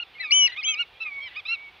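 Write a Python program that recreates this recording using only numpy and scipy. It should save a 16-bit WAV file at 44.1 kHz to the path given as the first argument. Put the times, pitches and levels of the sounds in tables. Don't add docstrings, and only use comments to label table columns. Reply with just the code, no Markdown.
import sys
import numpy as np
from scipy import signal
from scipy.fft import rfft, irfft
from scipy.io import wavfile
from scipy.ndimage import uniform_filter1d

SR = 44100
rng = np.random.default_rng(int(sys.argv[2]) if len(sys.argv) > 2 else 0)


def unload_audio(sound):
    columns = np.transpose(np.atleast_2d(sound))
    steps = np.round(np.clip(columns, -1, 1) * 32767)
    wavfile.write(sys.argv[1], SR, steps.astype(np.int16))


N = 79380
T = np.arange(N) / SR
BIN_HZ = np.fft.rfftfreq(N, 1 / SR)


def amp(db):
    return 10 ** (np.asarray(db) / 20)


def unit(x):
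    return x / np.sqrt(np.mean(x ** 2) + 1e-20)


def eq_db(curve, hz):
    points_hz, db = np.transpose(curve)
    return np.interp(np.log(hz + 1), np.log(points_hz + 1), db)


def noise(curve):
    return unit(irfft(rfft(rng.standard_normal(N)) * amp(eq_db(curve, BIN_HZ)), N))


def wobble(hz):
    return unit(irfft(rfft(rng.standard_normal(N)) / (1 + (BIN_HZ / hz) ** 2), N))


def gate(start, end, ramp_s):
    return np.clip(np.minimum(T - start, end - T) / ramp_s, 0, 1)


def glide(rows, smooth_samples):
    times, *columns = np.transpose(rows)
    return [uniform_filter1d(np.interp(T, times, column), smooth_samples) for column in columns]


def phase_of(hz, jitter):
    return 2 * np.pi * np.cumsum(hz * (1 + jitter * wobble(180))) / SR


def pan(x, left_db, left_lag_s=0):
    spectrum = rfft(x)
    delay = np.exp(-2j * np.pi * BIN_HZ * left_lag_s)
    return irfft(np.array([spectrum * delay * amp(left_db / 2), spectrum * amp(-left_db / 2)]), N)


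# frequency in Hz, relative level in dB.
BACKGROUND_EQ = [(21, -34), (35, -6), (88, -3.5), (179, -10.5), (243, -14.5), (384, -6.5), (657, -9.5),
                 (727, -3), (847, -5), (938, -5.5), (1090, -7.5), (1210, -6), (1410, -7.5), (1730, -8.5),
                 (2070, -5), (2670, -2.5), (3110, -6.5), (3440, -3), (3720, -6.5), (7210, -37.5),
                 (15500, -35.5)]


def background(level_db=-54, side_db=-20.5):
    middle = pan(noise(BACKGROUND_EQ), left_db=-1.1)
    sides = amp(side_db) * noise(BACKGROUND_EQ) * np.array([[1], [-1]])
    return amp(level_db) * (middle + sides)


# time in seconds, pitch in Hz,
# second harmonic level in dB, third harmonic level in dB.
YELP_CALLS = [
    [(0.0, 1358, -26.5, -64), (0.008, 1445, -32.5, -52), (0.018, 1430, -40, -51), (0.031, 1396, -29, -46),
     (0.044, 1170, -60.5, -69)],
    [(0.206, 1290.0, -49, -66.5), (0.225, 1325.0, -43.5, -43.5), (0.25, 1275.0, -29, -43),
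     (0.28, 1195.0, -40.5, -57.5), (0.32, 1153, -35, -56.5), (0.38, 1150, -35.5, -53.5),
     (0.44, 1127, -36, -61.0), (0.468, 1110, -38, -48.5), (0.487, 981, -45.5, -44.0),
     (0.505, 955.0, -38.5, -38.5), (0.516, 930.0, -65.5, -51.5)],
    [(0.563, 1040.0, -48.5, -51), (0.577, 1193, -34.0, -40), (0.592, 1275, -29.5, -45.5),
     (0.607, 1240, -33.5, -48.5), (0.617, 1078, -51, -39), (0.626, 974, -43, -64)],
    [(0.66, 1128, -47.5, -43.5), (0.68, 1274, -31, -40.5), (0.695, 1336, -25, -42.5),
     (0.72, 1260.0, -36.5, -58.5), (0.745, 1202, -34, -59), (0.772, 1252, -37.5, -54.5),
     (0.786, 1346, -34.5, -46.5), (0.796, 1412, -23.5, -54.5), (0.808, 1429, -23.0, -44.5),
     (0.821, 1419, -25.5, -47.5), (0.83, 1302, -34, -40.5), (0.838, 1200.0, -51, -77)],
    [(1.001, 1305.0, -49, -64), (1.008, 1315, -33, -42.5), (1.023, 1333.0, -28, -45.5),
     (1.038, 1316, -33.5, -41.0), (1.047, 1284, -40, -58.5), (1.066, 1240.0, -29.5, -55.5),
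     (1.1, 1155, -41.5, -69), (1.15, 1130.0, -52.5, -58.0), (1.195, 1105, -37.5, -69),
     (1.228, 1072, -48, -41.5), (1.252, 1064, -47.5, -45), (1.278, 999, -41, -41.5),
     (1.3, 876, -66.5, -51.5)],
    [(1.355, 1034, -47, -58.5), (1.364, 1175, -35.5, -42), (1.373, 1245.0, -31.5, -48.5),
     (1.383, 1253, -34.5, -48), (1.394, 1254, -33.5, -47), (1.405, 1084, -45.0, -43.5),
     (1.415, 1010, -71, -72.0)],
    [(1.448, 1080.0, -63, -59.5), (1.455, 1180, -37.5, -44), (1.465, 1271, -33.5, -36.5),
     (1.476, 1344, -44, -44), (1.487, 1321, -29.5, -32), (1.506, 1350, -27.0, -40), (1.519, 1373, -25, -44),
     (1.538, 1384, -23, -40.5), (1.55, 1340, -32.5, -36.5), (1.558, 1235, -42.0, -46),
     (1.566, 1120, -60.5, -74.5)],
]
# frequency in Hz, relative level in dB.
THROAT_EQ = [(950,-20),(1200,-15.5),(1350,-24),(1430,-15),(2500,-6.5),(3800,-7),(4400,-12.5),(4750,-22),(5300,-21.5),(5700,-27.5),(6300,-44),(8000,-52)]


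def yelp(rows, waver_db=4, rasp_db=-24):
    hz, second_db, third_db = glide(rows, smooth_samples=130)
    phase = phase_of(hz, jitter=0.0042)
    levels = [second_db + eq_db(THROAT_EQ, hz), second_db, third_db + waver_db / 2 * wobble(45)]
    body_db = (second_db + third_db) / 2
    levels += [body_db + eq_db(THROAT_EQ, k * hz) + waver_db * wobble(30) for k in range(4, 7)]
    tone = sum(amp(db) * np.sin(k * phase) for k, db in enumerate(levels, 1))
    rasp = 1 + amp(rasp_db) * wobble(420)
    return np.sqrt(2) * tone * rasp * gate(rows[0][0], rows[-1][0], ramp_s=0.001)


# start in seconds, length in seconds,
# opening pitch in Hz, closing pitch in Hz, level in dB.
FAINT_CALLS = [(0.038,0.066,3330,3580,-64.5),(.11,0.14,4000,4830,-69),(0.137,0.031,3080,2810,-54),(0.274,0.015,4700,3560,-53.5),(.55,0.032,2100,2195,-42.5),(0.931,0.056,2420,2340,-57.5),(0.948,.05,3155,3400,-61),(1.014,0.029,2050,3870,-51.5),(1.309,0.034,1970,2022,-51.5),(1.346,0.023,2900,2990,-46.5),(1.467,0.013,2500,3850,-47),(1.722,0.075,2316,2180,-62.5)]


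def faint_call(start, length, from_hz, to_hz, db):
    hz = np.interp(T, [start, start + length], [from_hz, to_hz])
    envelope = amp(db) * gate(start, start + length, ramp_s=0.004)
    return np.sqrt(2) * envelope * np.sin(phase_of(hz, jitter=0.011))


# start of the long note in seconds, its length in seconds, its level in dB,
# lead-in level in dB, time from that start to the lift in seconds, lift height in Hz.
WHISTLE_CALLS = [(0.183,.2,-43,-47,0.13,71.6),(0.649,0.2,-39,-41,0.13,67),(1.083,0.203,-37.5,-42,.168,96.3),(1.519,0.19,-44,-44,.11,40)]


def whistle(start, length, db, lead_db, lift_at, lift_hz):
    lead_hz, settled_hz, overshoot_hz = 2165, 2229, 240
    lead_s, attack_s, settle_s, lift_s, release_s = 0.032, 0.001, 0.01587, 0.032, 0.024
    age = np.maximum(T - start, 0)
    overshoot = overshoot_hz * np.exp(-age / settle_s)
    lift = lift_hz * np.exp(-((age - lift_at) / lift_s) ** 2)
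    hz = np.where(T < start, lead_hz, settled_hz + overshoot + lift)
    held = np.clip(np.minimum(age / attack_s, (length - age) / release_s), 0, 1)
    envelope = amp(db) * held + amp(lead_db) * gate(start - lead_s, start, ramp_s=0.0017)
    return np.sqrt(2) * envelope * np.sin(phase_of(hz, jitter=0.0038))


# time in seconds, pitch in Hz, level in dB.
PIPE_NOTES = [
    [(0.193, 1878, -56.5), (0.201, 1990.0, -36), (0.212, 2048, -30), (0.225, 1970.0, -39.5),
     (0.24, 1750, -35.5), (0.252, 1520, -63)],
    [(0.306, 2068, -26.5), (0.311, 2207, -23), (0.319, 2375, -22), (0.323, 2872, -13.5),
     (0.329, 2900, -14.5), (0.341, 3020, -18.5), (0.38, 3038, -17.0), (0.398, 3015, -18),
     (0.42, 2944, -17.0), (0.452, 2903, -16.5), (0.467, 2800.0, -19.0), (0.474, 2590, -28.5),
     (0.479, 2040, -30), (0.489, 1830, -36.5)],
    [(0.516, 1993, -45.5), (0.527, 2040, -38.5), (0.54, 1995, -42.5), (0.55, 1740, -53)],
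    [(0.626, 2047, -41), (0.638, 2464, -33.5), (0.644, 2920, -28.5), (0.66, 3212, -26.0),
     (0.688, 3244, -23), (0.718, 3204, -26), (0.733, 3054, -39), (0.743, 2930, -27), (0.75, 2083, -44),
     (0.76, 1740, -57)],
]
# frequency in Hz, level against the fundamental in dB.
BEAK_EQ = [(3500,-13),(4200,-1),(4900,-0.5),(5600,-15),(6100,-8.5),(6500,-12),(7500,-30),(8650,-43.5),(9080,-23.5),(9800,-34),(12000,-70),(15000,-62)]


def pipe(rows, jitter=0.0024, full_effort_db=-17, bright_hz=3080, rasp_db=-35.5, trim_db=0.04):
    hz, db = glide(rows, smooth_samples=100)
    phase = phase_of(hz, jitter)
    octave, *upper = [amp(eq_db(BEAK_EQ, k * hz)) * np.sin(k * phase) for k in range(2, 6)]
    shrill_hz = 7160 * (hz / bright_hz) ** 0.79
    shrill_phase = phase_of(shrill_hz, jitter)
    sum_tones = np.sin(shrill_phase + phase) + np.sin(shrill_phase + 2 * phase)
    shrill = amp(-34.5) * (np.sin(shrill_phase) + amp(-20.5) * sum_tones)
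    half_harmonics = amp(-61.5) * sum(np.sin((k + 0.5) * phase) for k in range(2, 5))
    top = sum(upper) + shrill + half_harmonics
    top_db = np.minimum(db - full_effort_db, 0) + 20.5 * np.minimum(np.log2(hz / bright_hz), 0)
    tone = np.sin(phase) + octave + amp(top_db) * top
    rasp = 1 + amp(rasp_db) * wobble(900)
    envelope = amp(db + trim_db) * gate(rows[0][0], rows[-1][0], ramp_s=0.0041)
    return np.sqrt(2) * envelope * tone * rasp


# frequency in Hz, left minus right in dB.
PIPE_BALANCE = [(2000,5.5),(3000,5),(3260,-0.5),(4400,4.5),(6000,-3),(6500,-5),(9000,-4.5),(13000,-8.5)]


def oystercatcher(echo_db=-33.5):
    notes = sum(pipe(rows) for rows in PIPE_NOTES)
    direct = pan(notes, eq_db(PIPE_BALANCE, BIN_HZ), left_lag_s=0.000078)
    return direct + amp(echo_db) * np.array([echo(notes), echo(notes)])


# start in seconds, length in seconds, level in dB.
HOARSE_BREAKS = [(0.468,0.084,-46),(.56,.02,-44.5),(0.628,0.019,-55.5),(1.275,0.11,-51)]
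# frequency in Hz, relative level in dB.
HOARSE_EQ = [(900,-37.5),(1700,-3.5),(2200,-6),(2900,-1.5),(3800,-9),(5000,-31),(7000,-56.5),(16000,-71.5)]


def hoarseness():
    bursts = sum(amp(db) * gate(start, start + length, 0.003) for start, length, db in HOARSE_BREAKS)
    return noise(HOARSE_EQ) * bursts


def crackle(start=0.8, length=0.017, clicks_per_s=600, db=-41):
    cycles = phase_of(clicks_per_s, jitter=0.2) / (2 * np.pi)
    clicks = np.diff(np.floor(cycles), prepend=0)
    return amp(db) * clicks * rng.uniform(0.3, 1, N) * gate(start, start + length, ramp_s=0.001)


def echo(x, t60_s=0.39, predelay_s=0.004):
    tail = rng.standard_normal(N) * amp(-60 * T / t60_s) * (T > predelay_s)
    return signal.fftconvolve(x, tail / np.linalg.norm(tail))[:N]


def scene():
    near = oystercatcher()
    far = sum(yelp(rows) for rows in YELP_CALLS)
    far += sum(whistle(*row) for row in WHISTLE_CALLS)
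    far += sum(faint_call(*row) for row in FAINT_CALLS)
    far += hoarseness()
    backing = far + crackle()
    backing += amp(-28.5) * echo(backing)
    return near + pan(backing, left_db=-1.82) + background()


def record(dry, cutoff_hz=15720):
    lowpass = signal.firwin(511, cutoff_hz, window=("kaiser", 9), fs=SR)
    return signal.oaconvolve(dry, lowpass[None], "same")


dry = scene()
out = record(dry)
unload_audio(out)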